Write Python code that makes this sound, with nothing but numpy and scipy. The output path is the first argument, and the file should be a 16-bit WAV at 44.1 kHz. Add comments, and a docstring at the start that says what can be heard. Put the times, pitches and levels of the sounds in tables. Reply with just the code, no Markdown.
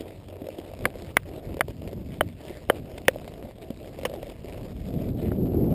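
"""Mallet on ball: a polo rider taps along a grass field, close to a microphone in a camera worn on the body.
Each tap is a short pressure swing, with damped modes for wood and knock and a dull shove into the turf.
Hooves and tack thud as damped modes with noise ticks; cloth and leather rub as filtered noise and grains.
A wavering tone drones far off at first, and one gliding tone groans from the saddle.
Wind is low noise on the microphone, shaped by gusts and swelling as the horse speeds up at the end."""
import sys
import numpy as np
from scipy import signal
from scipy.fft import rfft, irfft, next_fast_len
from scipy.io import wavfile
from scipy.ndimage import uniform_filter1d, map_coordinates

SR = 44100
rng = np.random.default_rng(int(sys.argv[2]) if len(sys.argv) > 2 else 0)


def to_wav(s):
    """Save 16-bit WAV."""
    ch = np.atleast_2d(s).T  # columns
    pcm = np.round(np.clip(ch, -1, 1) * 32767)  # PCM
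    wavfile.write(sys.argv[1], SR, pcm.astype(np.int16))


N = 253134

# Mallet on ball, tap by tap; crack, knock, wood and ping levels are ahead of the contact filter:
# (time [s], crack level [dB], crack pitch [Hz], knock level [dB], knock pitch [Hz], knock t60 [s],
#  wood level [dB], ping level [dB], echo delay [s], echo level relative to crack [dB])
TAPS = [(0.8551, -5, 1640, -14, 516, 0.031, -16, -33, 0.001824, -3),
        (1.1698, 1, 1680, -17, 550, 0.014, -3.5, -42, 0.0019, -7),
        (1.6096, -3, 1520, -12, 635, 0.024, -15, -24, .0053, -14.5),
        (2.2099, -5.5, 1270, -5, 592, 0.023, -22.5, -14.5, 0.0036, -25),
        (2.6999, -4, 1280, 2, 530, 0.014, -21.5, -14.5, 0.0051, -13),
        (3.0830, 3, 2040, -3, 524, 0.028, -13, -22.5, 0.001127, -7.5),
        (4.0523, -21.5, 1460, -13.5, 505, 0.041, -16.5, -24, 0.00103, 0),
        (5.3190, -27, 1120, -19.5, 620, 0.019, -54, -62, 0.0021, -18)]
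# Lurches of horse and rider that rub cloth and leather:
# (start [s], length [s], boom level [dB], rustle level [dB])
LURCHES = [(0.0, 0.097, -41.5, -56.5), (0.309, 0.15, -43.5, -63), (0.524, 0.17, -44, -56.5),
           (0.803, 0.081, -40, -54), (0.946, 0.15, -43.5, -54), (1.285, 0.11, -40, -56),
           (1.424, 0.087, -43.5, -58), (1.827, 0.071, -44, -62), (2.122, 0.044, -47.5, -59),
           (2.41, 0.2, -45.5, -53.5), (2.706, 0.056, -40, -55.5), (2.87, 0.14, -43, -56),
           (3.105, 0.25, -45.5, -56), (3.39, 0.077, -41, -55), (3.6, 0.11, -45.5, -59.5),
           (3.808, 0.078, -43, -57), (3.968, 0.35, -45, -55.5), (4.464, 0.23, -43, -56),
           (4.87, 0.18, -45.5, -57), (5.175, 0.053, -40, -53), (5.667, 0.097, -34.5, -55.5)]
# Colour of dry rustles and ticks: (frequency [Hz], relative level per Hz [dB])
RUSTLE_SPECTRUM = [(300, -42), (900, 4.5), (1400, -4), (2100, 0.5), (2800, 0), (3600, -3), (4400, -8),
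                   (5100, -6.5), (7000, -12)]


def amp(db):
    """Decibels to gain."""
    return 10 ** (np.asarray(db) / 20)


def unit(x):
    """Scale to rms 1."""
    return x / np.sqrt(np.mean(x ** 2) + 1e-20)


def power_sum(*levels_db):
    """Level of unrelated sounds heard together, in dB."""
    return 10 * np.log10(sum(amp(db) ** 2 for db in levels_db))


def colour(x, points):
    """Filter by (Hz, dB) points joined on a log frequency axis."""
    m = next_fast_len(len(x) + 8192)
    hz, db = np.transpose(points)
    bins_hz = np.fft.rfftfreq(m, 1 / SR)
    gain = amp(np.interp(np.log(bins_hz + 1), np.log(hz), db))
    return irfft(rfft(x, m) * gain, m)[:len(x)]


def wobble(rate):
    """A smooth random curve through normally distributed knots, rate knots a second."""
    knots = rng.standard_normal(int(N * rate / SR) + 4)
    return map_coordinates(knots, [np.arange(N) * rate / SR])


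def patchy(x, depth_db):
    """Let the colour of a noise drift in patches of time and frequency."""
    z = signal.stft(x, nperseg=512)[2]
    field = uniform_filter1d(rng.standard_normal(z.shape), size=8, axis=0)
    field = uniform_filter1d(field, size=9, axis=1)
    return signal.istft(z * amp(depth_db * unit(field)), nperseg=512)[1][:N]


def ring(t, hz, t60, attack):
    """A damped mode that starts at t = 0; t60 and attack constant in seconds."""
    t = np.maximum(t, 0)
    decay = np.exp(-np.log(1000) * t / t60)
    return np.sin(2 * np.pi * hz * t) * decay * (1 - np.exp(-t / attack))


def add(track, s, sound):
    """Mix a sound into the track at time s."""
    part = track[round(s * SR):][:len(sound)]
    part += sound[:len(part)]


def wind_level():
    """Short gusts ride on the airflow and last longer at speed; dB, one value a sample."""
    # steady airflow over the microphone, ahead of the buffet gain: (time [s], level [dB])
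    airflow = [(0.0, -50.5), (0.88, -49), (0.99, -44), (1.57, -47.5), (1.68, -42), (1.98, -39),
               (2.17, -38.5), (2.45, -48.5), (2.78, -46.5), (3.28, -43), (3.47, -51.5), (3.66, -49.5),
               (4.04, -42.5), (4.32, -45.5), (4.51, -41.5), (4.81, -39.5), (5.07, -31.5), (5.74, -26.5)]
    # single gusts as the rider leans and swings: (time [s], peak level [dB])
    gust_peaks = [(0.845, -35), (1.515, -33), (2.02, -42), (2.25, -37.5), (2.80, -36.5), (3.44, -38.5),
                  (4.96, -29), (5.58, -25)]
    buffet_db = 2  # turbulence over the steady airflow
    median_width_s = 0.041  # from a gust's peak to 5 dB below it, at the median airflow
    stretch_db = 25  # this much more airflow makes a gust e times as long
    now = np.arange(N) / SR
    flow_db = np.interp(now, *np.transpose(airflow))
    width = median_width_s * np.exp((flow_db - np.median(flow_db)) / stretch_db)
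    gusts_db = [peak_db - 5 * ((now - s) / width) ** 2 for s, peak_db in gust_peaks]
    return power_sum(flow_db + buffet_db, *gusts_db)


def wind(wind_db):
    """Turbulence on the microphone: faster air makes smaller eddies and a higher rumble."""
    # rumble in slow air: (frequency [Hz], relative level per Hz [dB])
    slow_spectrum = [(10, -24), (25, -8), (45, 1), (80, 2), (160, -1), (260, -6), (400, -21.5),
                     (700, -35.5), (1500, -49)]
    # rumble in fast air: (frequency [Hz], relative level per Hz [dB])
    fast_spectrum = [(10, -38), (25, -15), (45, -7), (80, -1), (170, -0.5), (260, -1), (350, -4.5),
                     (480, -12.5), (700, -24), (1500, -60.5)]
    speed = np.clip((wind_db + 39.5) / 14, 0, 1)  # 0 slow, 1 fast
    lumps = amp(1.03 * wobble(25) + 1.3 * wobble(90))
    slow = unit(colour(rng.standard_normal(N) * lumps, slow_spectrum))
    fast = unit(colour(rng.standard_normal(N) * lumps, fast_spectrum))
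    return amp(wind_db) * (np.sqrt(1 - speed) * slow + np.sqrt(speed) * fast)


def hum():
    """A faint, low, wavering drone far off that fades as the rider turns."""
    centre_hz, mean_db = 91.7, -46
    end_s, fade_s = 1.37, 0.079
    t = np.arange(N) / SR
    phase = 2 * np.pi * centre_hz * t + 0.29 * wobble(10)
    level = amp(mean_db + 1.5 * wobble(7.5))
    return level * np.sin(phase) * np.clip((end_s - t) / fade_s, 0, 1)


def rub_levels(wind_db):
    """Each lurch swells, holds and dies away, and strong wind shakes the housing too; boom and rustle dB."""
    rise_s, fall_s = 0.026, 0.048  # time per 10 dB
    resting_boom_db, resting_rustle_db = -54, -59.5  # between lurches
    # housing boom at the reference wind level, and its growth in dB per dB of wind
    shake_db, reference_wind_db, shake_growth = -39.5, -25, 1.18
    now = np.arange(N) / SR
    booms = [resting_boom_db, shake_db + shake_growth * (wind_db - reference_wind_db)]
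    rustles = [resting_rustle_db]
    for s, length, boom_db, rustle_db in LURCHES:
        before = np.maximum(s - now, 0)
        after = np.maximum(now - s - length, 0)
        fade_db = -10 * (before / rise_s + after / fall_s)
        booms.append(boom_db + fade_db)
        rustles.append(rustle_db + fade_db)
    return power_sum(*booms), power_sum(*rustles)


def rubbing(boom_db, rustle_db):
    """Cloth and leather rub in tiny slips that both crackle and boom in the camera housing."""
    # boom of the housing: (frequency [Hz], relative level per Hz [dB])
    boom_spectrum = [(100, -38), (220, -8.5), (320, 0.5), (480, -2), (640, -2), (780, -11.5), (1000, -26),
                     (1400, -29), (3000, -63.5)]
    slips = wobble(130)
    clumps = amp(1.82 * wobble(45))  # slips come in small bunches
    grains = (rng.random(N) < 170 / SR) * rng.standard_normal(N) * clumps  # about 170 a second
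    smooth_boom = unit(colour(rng.standard_normal(N) * amp(2.4 * slips), boom_spectrum))
    boom = smooth_boom + 0.64 * unit(colour(grains, boom_spectrum))
    roughness = clumps * amp(2 * slips + 1.8 * wobble(600))
    rustle = unit(colour(rng.standard_normal(N) * roughness, RUSTLE_SPECTRUM))
    # each slip starts abruptly and dies within milliseconds, with noise of its own
    bursts = signal.lfilter([1], [1, -np.exp(-1 / (0.00051 * SR))], np.abs(grains))
    crackle = unit(colour(bursts * rng.standard_normal(N), RUSTLE_SPECTRUM))
    friction = unit(patchy(rustle + 0.92 * crackle, depth_db=2))
    return amp(boom_db) * unit(boom) + amp(rustle_db) * friction


def jostles():
    """Light knocks of loose tack at random in the lurches: (time, thud dB, thud Hz, tick dB) rows."""
    knocks_per_s, tries = 4, 4
    thud_db, thud_hz, tick_db = -36, 505, -46  # centres of the random spread
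    spread_db, spread_octaves = 2.5, 0.305
    rows = []
    for s, length, *_ in LURCHES:
        for _ in range(tries):
            chance, when = rng.random(2)
            thud, pitch, tick = rng.standard_normal(3)
            if chance < knocks_per_s * length / tries:
                rows.append((s + when * length, thud_db + spread_db * thud,
                             thud_hz * 2 ** (spread_octaves * pitch), tick_db + spread_db * tick))
    return rows


def hooves_and_tack():
    """Dull, quickly damped thuds, each with a small dry tick."""
    # single thuds and dry ticks of hooves and tack, tick level ahead of its colouring and gain:
    # (time [s], thud peak level [dB], thud pitch [Hz], tick level [dB])
    thuds_and_ticks = [(0.418, -26.5, 277, -45), (0.468, -27.5, 530, -38), (0.487, -24.5, 555, -38),
                       (0.587, -25, 334, -42), (0.715, -33.5, 590, -46), (0.736, -30, 640, -40.5),
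                       (0.955, -29.5, 486, -52), (1.543, -26, 303, -38.5), (1.569, -25, 432, -38),
                       (1.593, -26, 530, -38), (1.683, -25, 438, -38.5), (1.706, -29, 320, -41),
                       (1.876, -28, 420, -36), (1.930, -26, 423, -38.5), (2.504, -25.5, 358, -47),
                       (2.916, -34.5, 540, -42.5), (2.981, -38, 510, -30), (3.159, -23.5, 595, -47.5),
                       (3.278, -32.5, 670, -34.5), (3.704, -21.5, 239, -38), (3.988, -28.5, 537, -37),
                       (4.033, -26.5, 536, -32), (4.097, -29, 538, -36.5), (4.115, -29, 584, -45),
                       (4.138, -25, 586, -35.5), (4.229, -25.5, 580, -35), (4.268, -32, 517, -41),
                       (4.298, -33, 398, -35), (4.445, -29.5, 400, -41.5)]
    thuds, ticks = np.zeros(N), np.zeros(N)
    t = np.arange(SR // 12) / SR
    for s, thud_db, thud_hz, tick_db in thuds_and_ticks + jostles():
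        body = ring(t, thud_hz, 0.025, attack=0.00094)
        body = body + 0.33 * ring(t, 540, 0.037, attack=0.0021)
        add(thuds, s, amp(thud_db) * body / np.abs(body).max())
        tick = rng.standard_normal(len(t)) * amp(-60 * t / 0.021)
        add(ticks, s, amp(tick_db) * tick)
    return thuds + amp(3.0) * colour(ticks, RUSTLE_SPECTRUM)


def mallet():
    """Each contact shoves the ball (one swing of pressure), then wood and a hollow knock ring out."""
    # modes of mallet head and ball: (frequency [Hz], level ahead of wood level and filter [dB], t60 [s])
    wood_modes = [(830, 5, 0.0026), (1130, -6.5, 0.0033), (1645, -2.5, 0.0073), (1920, -22.5, 0.015),
                  (3450, -3.5, 0.0062)]
    # the contact lasts about half a millisecond, so its force has a dip above the wood's main modes:
    # (frequency [Hz], gain [dB])
    contact_filter = [(100, -14), (400, 0), (1100, -2.5), (2230, 0), (2580, -7.5), (3000, 0), (3600, -4),
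                      (5000, 1.5)]
    ping_hz, ping_t60 = 3030, 0.018  # the longest-lived mode of the wood, t60 in s
    # phase wander [rad] and its rate [knots/s], so that the wood does not ring like glass
    waver_rad, waver_rate = 0.52, 450
    out = np.zeros(N)
    lead = SR // 200  # samples ahead of contact
    t = np.arange(-lead, SR // 10) / SR
    for s, crack_db, crack_hz, knock_db, knock_hz, knock_t60, wood_db, ping_db, delay, echo_db in TAPS:
        cycles = crack_hz * t
        crack = 1.397 * np.sin(2 * np.pi * cycles) * np.exp(-(cycles / 0.52) ** 2)
        knock = ring(t - 0.0011, knock_hz, knock_t60, attack=0.00054)
        wood = sum(amp(db) * ring(t - 0.0003, hz, t60, attack=0.00035) for hz, db, t60 in wood_modes)
        waver_s = waver_rad * wobble(waver_rate)[:len(t)] / (2 * np.pi * ping_hz)
        ping = ring(t + 0.00037 + waver_s, ping_hz, ping_t60, attack=0.0001)
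        # the turf or the horse's flank sends the crack back once; the rest is scattered
        echo = np.interp(t - delay, t, crack)
        scatter = rng.standard_normal(len(t)) * (t > 0.001) * amp(-60 * np.abs(t) / 0.033)
        scatter = signal.fftconvolve(scatter / np.linalg.norm(scatter), crack)[lead:][:len(t)]
        snap = rng.standard_normal(len(t)) * (t > -0.0003) * amp(-60 * np.abs(t) / 0.0085)
        blow = crack + amp(echo_db) * echo + amp(-17) * scatter + amp(-19) * snap
        tap = amp(crack_db) * blow + amp(knock_db) * knock
        tap = tap + amp(wood_db) * wood + amp(ping_db) * ping
        add(out, s + t[0], tap)
    return colour(out, contact_filter)


def turf():
    """Each tap presses ball and mallet into the turf; a glancing one drags through the grass."""
    # the mallet head scrapes the turf: (time [s], level ahead of colouring [dB])
    scrapes = [(4.0519, -9)]
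    # colour of the scrape: (frequency [Hz], gain [dB])
    scrape_spectrum = [(300, -13), (700, 7), (2000, -4.5), (3000, 4.5), (4000, -30), (5500, -6)]
    push_hz, push_db = 264, -15.5  # the dull shove under every crack, dB relative to the crack setting
    out = np.zeros(N)
    t = np.arange(SR // 12) / SR
    for s, crack_db, *_ in TAPS:
        add(out, s, amp(crack_db + push_db) * ring(t, push_hz, 0.01, attack=0.00066))
    for s, db in scrapes:
        drag = rng.standard_normal(len(t)) * amp(-60 * t / 0.031) * (1 - np.exp(-t / 0.0012))
        add(out, s, amp(db) * colour(drag, scrape_spectrum))
    return out


def saddle():
    """Leather groans once, swelling and falling in pitch as its slips slow down."""
    start_s, length_s, rise_s, fall_s = 4.145, 0.047, 0.029, 0.0046
    start_hz, end_hz = 480, 301
    mean_db = -37  # of the fundamental's peak, at full swell
    age = np.arange(N) / SR - start_s
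    hz = np.interp(age, [0, length_s], [start_hz, end_hz])
    swell = np.clip(np.minimum(age / rise_s, (length_s - age) / fall_s), 0, 1)
    phase = 2 * np.pi * np.cumsum(hz) / SR + 0.34 * wobble(200)
    level = amp(mean_db + 1.6 * wobble(200))
    return swell * level * (np.sin(phase) + 0.5 * np.sin(2 * phase))


def scene():
    """Open field: no reverberation beyond the taps' own short echo and scatter."""
    wind_db = wind_level()
    boom_db, rustle_db = rub_levels(wind_db)
    air = wind(wind_db) + hum()
    horse = rubbing(boom_db, rustle_db) + hooves_and_tack() + saddle()
    taps = mallet() + turf()
    return (air + horse + taps)[None]


def record(dry):
    """A narrow-band recorder whose stepped samples mirror sound into the treble, more the faster it changes."""
    # what the recorder lets through before it repeats the samples: (frequency [Hz], gain [dB])
    passband = [(10, 0.5), (4900, 0), (5350, -3), (5700, -15.5), (6000, -12), (6500, -55.5)]
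    mirror_hz, top_hz = 12000, 15400  # carrier of the mirror image, and sharp upper cutoff
    sound = colour(dry[0], passband)
    slope = np.gradient(sound) * SR / (2 * np.pi * mirror_hz)
    carrier = np.cos(2 * np.pi * mirror_hz * np.arange(N) / SR)
    mirrored = amp(8.5) * slope * carrier
    mirrored = colour(mirrored, [(7000, 3.0), (10000, -0.5), (15000, -3.5)])
    spectrum = rfft(np.clip(sound + mirrored, -1, 1))
    return irfft(spectrum * (np.fft.rfftfreq(N, 1 / SR) < top_hz), N)[None]


dry = scene()
out = record(dry)
to_wav(out)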